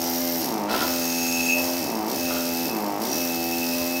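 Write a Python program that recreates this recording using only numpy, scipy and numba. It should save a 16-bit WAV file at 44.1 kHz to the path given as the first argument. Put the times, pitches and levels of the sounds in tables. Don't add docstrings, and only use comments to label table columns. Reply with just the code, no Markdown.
import sys
import numpy as np
from scipy import signal
from scipy.fft import rfft, irfft
from scipy.io import wavfile
from scipy.ndimage import uniform_filter1d
from numba import njit

SR = 44100
rng = np.random.default_rng(int(sys.argv[2]) if len(sys.argv) > 2 else 0)


def to_wav(s):
    ch = np.atleast_2d(s).T
    pcm = np.round(np.clip(ch, -1, 1) * 32767)
    wavfile.write(sys.argv[1], SR, pcm.astype(np.int16))


N = 176400
TIME = np.arange(N) / SR
SLOW_HZ, FULL_HZ = 51, 84.7
AIR_PHASE, RETURN_PHASE = 0.28, 0.505
MAX_CYCLES = N // 400


def undb(db):
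    return 10 ** (np.asarray(db) / 20)


def curve(table, column=1):
    rows = np.array(table, float)
    return np.interp(TIME, rows[:, 0], rows[:, column])


def unit(x):
    return x / np.sqrt(np.mean(x ** 2))


def steady(x, size=3000):
    return x / np.sqrt(uniform_filter1d(uniform_filter1d(x ** 2, size), size) + 1e-12)


def wander(rate_hz):
    step = int(SR / rate_hz)
    stairs = np.repeat(rng.standard_normal(N // step + 1), step)
    return unit(uniform_filter1d(stairs, step)[:N])


def colour(x, points, size=4096):
    hz, db = np.array(points, float).T
    log_hz = np.log(np.fft.rfftfreq(size, 1 / SR) + 1)
    cepstrum = irfft(np.log(undb(np.interp(log_hz, np.log(hz), db))))
    cepstrum[1:size // 2] *= 2
    cepstrum[size // 2 + 1:] = 0
    return signal.fftconvolve(x, irfft(np.exp(rfft(cepstrum))))[:N]


def ring(x, tones):
    t = TIME[:SR // 2]
    one_hit = sum(undb(db) * np.sin(2 * np.pi * hz * t) * undb(-60 * t / ring_s)
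                  for hz, db, ring_s in tones)
    return signal.fftconvolve(x, one_hit)[:N]


@njit
def bandpass(x, hz, width_hz):
    out, band, low = np.empty(len(x)), 0., 0.
    for i in range(len(x)):
        tuning = np.tan(np.pi * hz[i] / SR)
        damping = np.pi * width_hz / SR * (1 + tuning ** 2) / tuning
        swing = (band + tuning * (x[i] - low)) / (1 + tuning * (tuning + damping))
        band = 2 * swing - band
        low += 2 * tuning * swing
        out[i] = damping * swing
    return out


def blows(turns, phase, scatter_db, jitter_s=0.00002, half_width=6):
    cycles = np.arange(phase, turns[-1])
    chance = rng.standard_normal((MAX_CYCLES, 2))[:len(cycles)]
    at = np.interp(cycles, turns, np.arange(N)) + jitter_s * SR * chance[:, 0]
    taps = at.astype(int)[:, None] + np.arange(1 - half_width, half_width + 1)
    lag = taps - at[:, None]
    clicks = np.sinc(lag) * np.cos(np.pi * lag / (2 * half_width)) ** 2
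    clicks *= undb(scatter_db * chance[:, 1:])
    return np.bincount(np.clip(taps, 0, N - 1).ravel(), clicks.ravel(), N)


def puffs(turns, hz, decay_s, leak, scatter_db=2.7):
    cycle, phase = np.divmod(turns - AIR_PHASE + 1, 1)
    strength = undb(scatter_db * rng.standard_normal(MAX_CYCLES))
    age = phase / hz / decay_s
    burst = strength[cycle.astype(int)] * age * np.exp(1 - age)
    leak = leak * hz / FULL_HZ
    return rng.standard_normal(N) * (leak + burst)


@njit
def walls(x, lags, gain, damp):
    line, soft, out = np.zeros((8, 4096)), np.zeros(8), np.zeros(len(x))
    for i in range(len(x)):
        for k in range(8):
            soft[k] += (1 - damp) * (gain[k] * line[k, (i - lags[k]) & 4095] - soft[k])
            out[i] += soft[k] * (1 - 2 * (k % 2))
        shared = soft.sum() / 4
        for k in range(8):
            line[k, i & 4095] = x[i] + soft[k] - shared + 1e-18
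    return out


ECHO_DELAYS = [587, 743, 941, 1123, 1367, 1601, 1879, 2203]

def shed(x, echo_db=-9, fade_s=0.49):
    lags = np.array(ECHO_DELAYS)
    gain = undb(-60 * lags / SR / fade_s)
    return x + undb(echo_db) * walls(x, lags, gain, damp=0.12)


# (frequency [Hz], relative level [dB])
RUMBLE_TONE = [(25, -15.5), (55, -32), (80, 5), (105, -4), (500, 1), (2000, -23.5)]

def rumble():
    noise = unit(colour(rng.standard_normal(N), RUMBLE_TONE))
    return noise * undb(-42.5 + wander(rate_hz=4.7))


def contact(start, hold, attack_s=0.034, release_s=0.095):
    t = TIME - start
    return np.clip(t / attack_s + .5, 0, 1) * np.exp(-np.maximum(t - hold, 0) / release_s)


# (frequency [Hz], relative level [dB])
KNOCK_TONE = [(150, -35), (400, -4.5), (650, 1), (950, -1), (1200, -13), (5000, -40)]
# (start [s], hold [s], level [dB])
RATTLE_TIMES = [(0.0, .12, -37), (1.553, 0.17, -34.5), (3.8, .14, -42.5)]

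def rattle(turns):
    hits = sum(blows(turns, phase, scatter_db=0.5, jitter_s=0.001986) for phase in (0, RETURN_PHASE))
    knocks = steady(shed(colour(hits, KNOCK_TONE)))
    return knocks * sum(undb(db) * contact(start, hold) for start, hold, db in RATTLE_TIMES)


# (pitch [Hz], relative level [dB], ring time [s])
EDGE_TONES = [(5770, 2, 0.12), (6020, -13, 0.037)]
SHAFT_TONES = [(1714, -11, 0.15), (2104, 3, 0.12)]
# (start [s], hold [s], edge level [dB], shaft level [dB])
SKID_TIMES = [(0.0, 0.15, -38.5, -51), (0.203, .13, -51, -47), (3.08, 0.087, -34.5, -52)]

def skids(turns):
    slips = blows(turns, 0, scatter_db=2, jitter_s=0.00006)
    edge = steady(ring(slips, EDGE_TONES))
    shaft = steady(ring(slips, SHAFT_TONES))
    return sum(contact(start, hold) * (undb(edge_db) * edge + undb(shaft_db) * shaft)
               for start, hold, edge_db, shaft_db in SKID_TIMES)


# (pitch [Hz], relative level [dB], ring time [s])
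STONE_TONES = [(990, -3, 0.23), (1335, 3.5, 0.13), (1413, 2, 0.28), (1480, -36, .07)]
# (frequency [Hz], relative level [dB])
GRIT_TONE = [(200, -10), (700, 9), (1500, -4), (3000, -4), (4500, -2.5), (7000, -18), (15000, -20)]
# (start [s], hold [s], ring level [dB], grit level [dB])
BITE_TIMES = [(0.691, .14, -30.5, -29), (2.285, 0.083, -38, -35)]

def stone(turns, hz):
    body = steady(ring(blows(turns, 0, scatter_db=3), STONE_TONES))
    crunch = puffs(turns, hz, decay_s=0.0029, leak=0.09)
    grit = steady(shed(colour(crunch, GRIT_TONE)))
    return sum(contact(start, hold) * (undb(ring_db) * body + undb(grit_db) * grit)
               for start, hold, ring_db, grit_db in BITE_TIMES)


# (pitch [Hz], relative level [dB], ring time [s])
LOW_TONES = [(2603, 20, 0.16), (2656, 9, 0.096)]
HIGH_TONES = [(6530, 0.5, .12), (7510, -9.5, 0.095), (10140, -8, 0.045)]
# (time [s], relative level [dB])
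LOW_LEVELS = [(0.0, -63), (0.46, -51), (0.65, -55), (0.72, -38), (0.89, -41.5), (1.34, -30.5), (1.41, -26),
              (1.45, -33), (1.51, -18.5), (1.61, -28.5), (1.66, -42), (1.89, -40.5), (2.05, -53),
              (2.27, -34), (2.41, -40.5), (2.73, -39), (2.83, -51), (3.04, -54), (3.11, -39), (3.5, -38.5),
              (4.0, -37)]
HIGH_LEVELS = [(0.0, -49), (0.5, -50), (0.63, -68), (0.78, -48), (1.35, -36), (1.37, -42), (1.53, -35.5),
               (1.57, -47), (1.63, -43), (2.05, -63), (2.21, -45.5), (2.65, -55), (2.92, -68),
               (3.13, -49.5), (3.99, -55), (4.0, -47)]
# (time [s], boost [dB])
BOUNCES = [(2.715, 3), (3.24, 4), (3.315, 6), (3.527, 7), (3.58, 5.5), (3.637, 7), (3.73, 5), (3.96, 7.5)]

def chisel(turns, flare_s=0.018):
    hits = blows(turns, 0, scatter_db=0.5)
    flare_db = sum(db * np.exp(-((TIME - at) / flare_s) ** 2) for at, db in BOUNCES)
    main_pitch = np.full(N, float(LOW_TONES[0][0]))
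    low = steady(bandpass(ring(hits, LOW_TONES), main_pitch, width_hz=340.))
    high = steady(ring(hits, HIGH_TONES))
    return low * undb(curve(LOW_LEVELS) + flare_db - 1) + high * undb(curve(HIGH_LEVELS) + 5)


# (frequency [Hz], relative level [dB])
HISS_TONE = [(500, -20), (1200, -7.5), (2000, -6.5), (3400, -8), (4500, -0.5), (5600, 4), (6400, -4),
             (7300, -7.5), (9000, -8.5), (11500, -7), (15500, -5)]
# (time [s], pitch [Hz])
WHISTLE_PITCH = [(0.0, 13600), (0.24, 13950), (0.51, 13100), (0.88, 14300), (1.24, 13300), (1.65, 13880),
                 (2.02, 13310), (2.16, 14200), (2.84, 13350), (3.33, 14200), (3.38, 13960), (4.0, 14100)]
# (time [s], relative hiss level [dB], relative whistle level [dB])
AIR_LEVELS = [(0.0, -32, -33), (0.04, -33.5, -29), (0.4, -35, -26.5), (0.42, -32, -29), (0.68, -47, -47),
              (0.72, -34.5, -35), (0.86, -32.5, -29), (1.5, -32.5, -33), (1.54, -35, -30),
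              (1.59, -32.5, -27.5), (1.84, -34.5, -35), (2.05, -43, -40), (2.1, -34.5, -32),
              (2.67, -34, -31.5), (2.72, -38.5, -33), (3.0, -44, -42), (3.02, -35, -34), (3.13, -33, -34),
              (3.17, -32.5, -29), (3.39, -35.5, -31), (3.75, -33, -31), (4.0, -36, -32)]

def exhaust(turns, hz):
    air = puffs(turns, hz, decay_s=0.0022, leak=0.38)
    hiss = steady(shed(colour(air, HISS_TONE))) * undb(curve(AIR_LEVELS) + 3.5)
    whistle = puffs(turns, hz, decay_s=0.0016, leak=0.12)
    for _ in range(2):
        whistle = bandpass(whistle, curve(WHISTLE_PITCH), width_hz=1200.)
    return hiss + steady(shed(whistle)) * undb(curve(AIR_LEVELS, column=2) - 5)


# (frequency [Hz], relative level [dB])
BUZZ_TONE = [(40, -76), (85, -17.5), (170, -15.5), (256, 0), (341, -2.5), (426, -13), (511, -12.5),
             (597, -4), (682, -18.5), (767, -7), (852, -12.5), (937, -17), (1050, -25.5), (2100, -28.5),
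             (3200, -28.5), (6000, -63), (12000, -29.5)]
PUTTER_TONE = [(50, -68), (105, -28), (155, -4), (210, 0), (315, 1), (420, -3.5), (520, -8), (610, -7),
               (710, -1.5), (850, -6), (910, 2.5), (980, -8.5), (1130, -10), (1400, -19.5), (2500, -23.5),
               (6000, -55)]

def piston(turns, hz):
    drive = np.clip((hz - SLOW_HZ) / (FULL_HZ - SLOW_HZ), 0, 1)
    forward = blows(turns, 0, scatter_db=0.33)
    back = undb(-3.5) * blows(turns, RETURN_PHASE, scatter_db=0.33)
    buzz = steady(colour(forward, BUZZ_TONE)) * drive * undb(-28.93)
    thumps = shed(colour(forward + back, PUTTER_TONE), echo_db=-16)
    putter = steady(thumps) * (1 - drive) * undb(-28.43)
    return shed(buzz + putter, echo_db=-14.5)


# (time [s], speed [cycles per second])
PISTON_SPEED = [(0.0, 84.7), (0.12, 84.4), (0.22, 86.0), (0.34, 85.4), (0.41, 82), (0.5, 57.7),
                (0.54, 54.3), (0.62, 50.4), (0.68, 51.6), (0.78, 68.4), (0.86, 87.0), (1.01, 84.9),
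                (1.45, 84.7), (1.79, 87.3), (1.83, 76.5), (1.9, 59.5), (1.96, 54.6), (2.04, 52.8),
                (2.07, 56), (2.16, 71.6), (2.18, 86.0), (2.62, 84.4), (2.64, 85.5), (2.68, 68), (2.73, 55),
                (2.87, 50.3), (2.97, 50.6), (3.11, 67), (3.15, 76), (3.18, 86.9), (3.36, 83.8), (4.0, 86.6)]

def scene():
    hz = curve(PISTON_SPEED) * (1 + 0.00204 * wander(rate_hz=30))
    turns = np.cumsum(hz) / SR
    hammer = piston(turns, hz) + exhaust(turns, hz)
    carving = chisel(turns) + stone(turns, hz) + skids(turns) + rattle(turns)
    return (hammer + carving + rumble())[None]


def record(dry, top_hz=15700):
    return signal.sosfilt(signal.ellip(10, .2, 80, top_hz, fs=SR, output="sos"), dry)


dry = scene()
out = record(dry)
to_wav(out)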